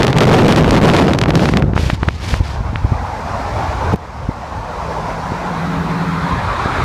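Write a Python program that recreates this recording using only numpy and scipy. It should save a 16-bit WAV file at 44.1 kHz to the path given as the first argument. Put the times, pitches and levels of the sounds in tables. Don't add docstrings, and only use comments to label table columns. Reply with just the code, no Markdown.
import sys
import numpy as np
from scipy import signal
from scipy.fft import rfft, irfft, next_fast_len
from scipy.io import wavfile
from scipy.ndimage import uniform_filter1d, minimum_filter1d, map_coordinates

SR = 44100
rng = np.random.default_rng(int(sys.argv[2]) if len(sys.argv) > 2 else 0)


def master(y):
    cut = np.clip(np.atleast_2d(y).T, -1, 1)
    pcm = np.round(cut * 32767)
    wavfile.write(sys.argv[1], SR, pcm.astype(np.int16))


N = 301644
TIME = np.arange(N) / SR


def amp(db):
    return 10 ** (np.asarray(db) / 20)


def unit(x):
    return x / np.sqrt(np.mean(x ** 2) + 1e-20)


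def since(s):
    return np.maximum(TIME - s, 0)


def curves(rows):
    times, *columns = np.transpose(rows)
    return [np.interp(TIME, times, column) for column in columns]


def during(rows, fade_s):
    start, end = rows[0][0], rows[-1][0]
    return np.interp(TIME, [start - fade_s, start, end, end + fade_s], [0, 1, 1, 0])


def wobble(rate):
    knots = rng.standard_normal(int(N * rate / SR) + 4)
    return map_coordinates(knots, [TIME * rate])


def filtered(x, response):
    size = next_fast_len(N + SR // 2)
    return irfft(rfft(x, size) * response(np.fft.rfftfreq(size, 1 / SR)), size)[:N]


def coloured(x, spectrum):
    points_hz, db = np.transpose(spectrum)
    return unit(filtered(x, lambda hz: amp(np.interp(np.log(hz + 1), np.log(points_hz), db))))


def noise(spectrum):
    return coloured(rng.standard_normal(N), spectrum)


def grainy(x, depth_db, top_hz, size=1024):
    frames = signal.stft(x, nperseg=size)[2]
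    patches = uniform_filter1d(rng.standard_normal(frames.shape), size=4, axis=0)
    patches = unit(uniform_filter1d(patches, size=4, axis=1))
    hz = np.fft.rfftfreq(size, 1 / SR)[:, None]
    gain = amp(depth_db * patches / np.hypot(1, hz / top_hz))
    return unit(signal.istft(frames * gain, nperseg=size)[1][:N])


def add(track, s, sound):
    part = track[max(round(s * SR), 0):][:len(sound)]
    part += sound[:len(part)]


# time in seconds, firing rate in Hz, relative level in dB.
TRUCK_DRONE = [(4.7, 80.4, -36), (5.2, 81.2, -29.5), (5.45, 82.1, -27), (5.62, 81.7, -21), (6.0, 82, -19.5),
               (6.25, 82.2, -20.5), (6.4, 81.3, -29.5)]
CAR_DRONE = [(5.3, 91.9, -31.5), (5.65, 90.1, -24), (5.85, 91.3, -20), (6.12, 91, -22.5), (6.36, 89.1, -26)]
# multiple of the firing rate, relative level in dB.
TRUCK_ORDERS = [(2, 0.5), (3, -22), (4, -26)]
CAR_ORDERS = [(2, -1.5), (3, -11), (4, -15), (5, -16)]
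# frequency in Hz, gain in dB.
EXHAUST_EQ = [(100, -17), (200, 7), (330, -9), (450, -14), (900, -45.5)]

def engine(drone, orders, level_db, jitter, rough_db, puff_db):
    firing_hz, db = curves(drone)
    phase = 2 * np.pi * np.cumsum(firing_hz * (1 + jitter * wobble(25))) / SR
    tone = np.zeros(N)
    for order, order_db in orders:
        gain = amp(order_db + rough_db * wobble(40))
        tone += gain * np.sin(order * phase + rng.uniform(0, 2 * np.pi))
    puffs = unit((1 + np.cos(phase)) * noise(EXHAUST_EQ))
    return during(drone, fade_s=0.1) * amp(db + level_db) * (np.sqrt(2) * tone + amp(puff_db) * puffs)


# time in seconds, level before the dips in dB, coarseness from 0 to 1.
TYRE_ROAR = [(0, -25.5, 0.9), (2.0, -34.5, 0.06), (2.2, -19.5, 0.18), (2.85, -20.5, 0.13), (3.15, -19.5, 0),
             (3.45, -19, 0.05), (3.58, -18, 0.05), (3.7, -19.5, 0.21), (3.88, -18.5, 0.14),
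             (4.35, -21, 0.03), (4.65, -21.5, 0.12), (4.9, -19.5, 0.01), (5.25, -20.5, 0.05),
             (5.9, -21.5, 0.68), (6.35, -20, 0.87), (6.84, -17, 1)]
# start in seconds, depth in dB.
ROAR_DIPS = [(2.091, 19.5), (3.944, 11.5)]
# frequency in Hz, gain in dB.
SMOOTH_ROAD_EQ = [(60, 3.5), (200, -3), (350, -8), (500, -2), (660, 0), (870, 3), (1080, -1), (1300, -5.5),
                  (1700, -11.5), (2300, -15.5), (3000, -22.5), (5500, -24.5), (8000, -34), (11000, -42.5),
                  (15000, -49)]
COARSE_ROAD_EQ = [(100, -1), (280, -9), (550, -11), (750, -8.5), (1000, -1), (1400, -6.5), (1900, -12.5),
                  (2450, -16.5), (2850, -24), (3900, -21), (4800, -29), (6500, -34), (10000, -43),
                  (15000, -56)]

def tyres(flutter_db=0.48, fall_s=0.0043, recovery_s=0.62):
    db, coarse = curves(TYRE_ROAR)
    for s, depth_db in ROAR_DIPS:
        db -= depth_db * np.minimum(since(s) / fall_s, 1) * np.exp(-since(s) / recovery_s)
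    roar = np.sqrt(1 - coarse) * noise(SMOOTH_ROAD_EQ) + np.sqrt(coarse) * noise(COARSE_ROAD_EQ)
    return amp(db + flutter_db * wobble(27)) * grainy(roar, depth_db=2.6, top_hz=2600)


# start in seconds, length in seconds, relative level in dB.
PLATE_STROKES = [(0.88, 0.27, -37.5), (1.346, 0.21, -31.5), (1.746, 0.2, -30), (1.99, 0.42, -40.5),
                 (2.215, 0.16, -32.5), (2.427, 0.14, -36.5)]

def plate_pressure(bite_s=0.015, arch_db=5.5, lift_db_per_s=296):
    pressure = np.zeros(N)
    for s, length, db in PLATE_STROKES:
        bite = np.minimum(since(s) / bite_s, 1)
        arch = np.sin(np.pi * np.minimum(since(s) / length, 1)) - 1
        pressure += bite * amp(db + arch_db * arch - lift_db_per_s * since(s + length))
    return pressure


# frequency in Hz, gain in dB.
GRIND_EQ = [(150, 7.5), (400, 2.5), (900, -2.5), (1400, -1.5), (2200, -0.5), (3200, -3.5), (4800, -5),
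            (7000, -14), (10000, -25.5), (15000, -36)]
SPARK_EQ = [(2000, -28), (5000, 2), (8000, -2), (11000, -4.5), (15000, -17)]

def skid_plate(level_db=4, grit_db=2, chatter_db=1.5, fizz_db=-13, hard_press_db=-31):
    pressure = plate_pressure()
    grit = unit(amp(grit_db * wobble(1500) + chatter_db * wobble(98)))
    sparking = (pressure / amp(hard_press_db)) ** 1.6
    fizz = amp(hard_press_db + fizz_db) * sparking * noise(SPARK_EQ)
    grind = amp(level_db) * pressure * noise(GRIND_EQ)
    return grit * (grind + fizz)


# time in seconds, level before the gusts in dB.
RUMBLE = [(0, -24), (1.3, -21), (1.7, -21.5), (2.1, -22), (2.9, -20.5), (3.15, -25.5), (3.93, -22.5),
          (3.98, -32), (4.8, -29.5), (5.5, -33.5), (6.84, -29)]
# crest time in seconds, boost in dB.
GUSTS = [(.69, 12), (3.53, 5.5), (3.88, 8), (4.22, 9.5), (4.57, 7), (5.79, 10), (6.35, 15.5), (6.48, 13.5),
         (6.83, 15)]
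# frequency in Hz, gain in dB.
RUMBLE_EQ = [(15, 0), (30, -10), (55, 7.5), (85, 5), (130, -3), (200, -12.5), (400, -25), (1000, -77),
             (3000, -100)]

def buffeting(gust_width_s=0.06, steadiness=0.093):
    air = noise(RUMBLE_EQ)
    envelope = np.sqrt(np.abs(uniform_filter1d(air ** 2, size=2000)) + 1e-6)
    gust_db = sum(db * np.exp(-((TIME - s) / gust_width_s) ** 2) for s, db in GUSTS)
    return amp(curves(RUMBLE)[0] + gust_db) * unit(air / envelope ** steadiness)


# time in seconds, relative peak in dB, nominal pitch in Hz.
THUMPS = [(1.497, -6, 240), (1.525, -4, 140), (1.544, -10, 190), (1.627, -5, 180), (1.642, -1, 210),
          (1.683, -4.5, 130), (1.734, -8.5, 149), (1.764, 0.5, 140), (1.796, -8, 86.1), (1.834, -7, 107),
          (1.866, -6.5, 77.6), (1.899, -11, 258), (1.933, -5, 113), (2.03, -7, 150), (2.082, -4.5, 117),
          (2.337, -4, 65.7), (2.409, 0, 75), (2.609, -8, 69), (2.732, -13.5, 190), (2.759, -13, 105),
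          (2.85, 3, 90), (2.922, -2.5, 99), (2.93, -11, 140), (3.931, -10, 150), (3.942, -6, 192),
          (3.947, -8, 230), (4.291, -7.5, 126), (5.321, -11, 175), (6.659, -11, 144)]
# frequency in Hz, gain in dB.
WAKE_EQ = [(80, -17), (200, 0), (400, -6), (700, -15), (1300, -29), (4000, -54)]

def thumps(level_db=1, width=0.91, wake_db=-18):
    swings, wakes = np.zeros(N), np.zeros(N)
    t = np.arange(-SR // 20, SR // 20) / SR
    for s, db, hz in THUMPS:
        position = np.pi * hz * t / width
        swing = position / (1 + position ** 2) ** 2
        add(swings, s + t[0], amp(db + level_db) * swing / swing.max())
        add(wakes, s + t[0], amp(db + wake_db) / (1 + position ** 2))
    return swings + wakes * noise(WAKE_EQ)


def knock(at_s=2.7587, level_db=1, pitch_hz=1600, body_db=-12):
    phase = 2 * np.pi * pitch_hz * (TIME - at_s)
    snap = phase * np.exp((1 - phase ** 2) / 2)
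    body = amp(body_db) * np.exp(-(phase / 4) ** 2)
    return amp(level_db) * (snap + body)


# time in seconds,
# relative level in dB, treble reach in Hz; the rows with a reach of a few hundred Hz give the low ring of the
RIPS = [(.021, -7, 2400), (.031, -8, 5000), (.068, -11, 5000), (.08, -11, 4000), (.129, -13, 3400),
        (.184, -9, 5200), (.206, -6, 4200), (.232, -8, 3800), (.482, -7, 6000), (.523, -7, 4500),
        (.561, -9, 4800), (.644, -9, 2400), (.708, -12, 5500), (.765, -8, 3200), (.899, -10, 3200),
        (.936, -6, 3400), (.965, -7, 4400), (1.081, -11, 2600), (1.134, -8, 3400), (1.187, -12, 5200),
        (1.214, -7, 4000), (1.237, -10, 3200), (1.258, -13, 2000), (1.305, -13, 3300), (1.354, -10, 5400),
        (1.394, -11, 2800), (1.456, -13, 3000), (1.489, -11, 2200), (1.537, -15, 2400), (1.571, -11, 3800),
        (1.623, -15, 2500), (1.735, -22, 1500), (1.765, -8, 1500), (1.777, -9, 2000), (1.9, -7, 2400),
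        (2.031, -8, 1800), (2.086, -6, 2300), (2.34, -12, 2000), (3.937, -4, 260), (4.293, -18, 500),
        (6.659, -14, 500)]

def rips(level_db=3.5, life_s=0.0007, lead_s=0.002, evenness=0.6, body_hz=300):
    track, t = np.zeros(N), np.arange(SR // 40) / SR
    hz = np.fft.rfftfreq(len(t), 1 / SR)
    age = np.maximum(t - lead_s, 0) / life_s
    body = hz / np.hypot(hz, body_hz) ** (4 / 3)
    for s, db, reach_hz in RIPS:
        burst = rfft(age * np.exp(-age) * rng.standard_normal(len(t)))
        flattened = burst / (np.abs(burst) + 1e-6) ** evenness
        colour = body / np.hypot(1, (hz / reach_hz) ** 2.8)
        crack = irfft(flattened * colour, len(t))
        crack /= np.sqrt(np.sum(crack ** 2) / (0.002 * SR))
        add(track, s - lead_s, amp(db + level_db) * crack)
    return track


def lulls(length_s=0.011, overlap_s=0.001, depth_db=7):
    lull, t = np.zeros(N), np.arange(round(length_s * SR)) / SR
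    for s, _, _ in RIPS:
        add(lull, s + overlap_s - length_s, np.sin(np.pi * t / length_s))
    return amp(-depth_db * np.minimum(lull, 1))


# frequency in Hz, gain in dB.
TEAR_EQ = [(100, -32), (400, 9.5), (900, 3), (1600, -3.5), (2800, -8.5), (4500, -15), (7000, -24),
           (10000, -31.5), (15000, -40)]

def tearing(eddies, roar, excess_db, life_s=0.0016, end_s=1.61, fade_s=0.013):
    crests = np.abs(uniform_filter1d(np.abs(roar), size=130)) ** 0.31
    tears = eddies * (rng.random(N) < amp(0.7 * excess_db))
    decay = np.exp(-2 * TIME[:SR // 100] / life_s)
    bursts = np.sqrt(np.abs(signal.fftconvolve(tears ** 2, decay)[:N]))
    gate = np.clip((end_s - TIME) / fade_s, 0, 1)
    crackle = coloured(gate * crests * bursts * rng.standard_normal(N), TEAR_EQ)
    return np.sqrt(gate.mean()) * crackle


# time in seconds, flow strength in dB.
BLAST = [(0, -7), (.06, -12.5), (.18, -14), (.215, -7.5), (.45, -8.5), (.62, -11.5), (.95, -10),
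         (1.04, -13), (1.4, -15.5), (1.6, -21), (1.73, -28), (2.0, -38)]
# frequency in Hz, gain in dB.
BLAST_EQ = [(30, -36), (80, -13), (130, -1), (300, 0), (460, -4.5), (700, -10.5), (1200, -21), (2800, -39),
            (6000, -62), (15000, -90)]

def slipstream(roar_db=1, eddies_per_s=560, eddy_share=0.93, flap_db=-4, flap_hz=132,
               tear_db=5, full_tear_db=-11.5, tear_growth=1.834):
    strength_db, = curves(BLAST)
    slack_db = np.clip(full_tear_db - strength_db, 0, 6)
    gusting_db = 2.8 + 0.3 * slack_db
    flow_db = strength_db + gusting_db * np.minimum(wobble(45), 1)
    arrivals = rng.random(N) < eddies_per_s / SR
    eddies = arrivals * amp(1.5 * np.minimum(rng.standard_normal(N), 1.6))
    pushes = coloured(eddies * rng.choice([-1, 1], N), BLAST_EQ)
    flap = filtered(rng.standard_normal(N), lambda hz: np.exp(-2 * np.log2((hz + 1) / flap_hz) ** 2))
    rush = np.sqrt(eddy_share) * pushes + np.sqrt(1 - eddy_share) * noise(BLAST_EQ)
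    calm = lulls()
    roar = calm * rush + amp(flap_db + 0.97 * slack_db) * unit(flap)
    tear = calm * tearing(eddies, roar, strength_db - full_tear_db)
    blast = amp(flow_db + roar_db) * roar + amp(tear_growth * flow_db + tear_db) * tear
    return during(BLAST, fade_s=0.092) * blast


def scene():
    wind = buffeting() + slipstream() + thumps() + rips() + knock()
    truck = engine(TRUCK_DRONE, TRUCK_ORDERS, level_db=-3, jitter=0.007, rough_db=2.5, puff_db=-7)
    car = engine(CAR_DRONE, CAR_ORDERS, level_db=-2.5, jitter=0.0048, rough_db=3.5, puff_db=-9)
    return (wind + skid_plate() + tyres() + truck + car)[None]


def record(dry, low_cut_hz=38, ceiling=0.68, top_hz=15400):
    x = filtered(dry[0], lambda hz: hz ** 4 / (hz ** 4 + low_cut_hz ** 4))
    needed_gain = np.minimum(1, ceiling / (np.abs(x) + 1e-9))
    gain = uniform_filter1d(minimum_filter1d(needed_gain, size=36), size=36)
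    return filtered(x * gain, lambda hz: hz < top_hz)[None]


dry = scene()
out = record(dry)
master(out)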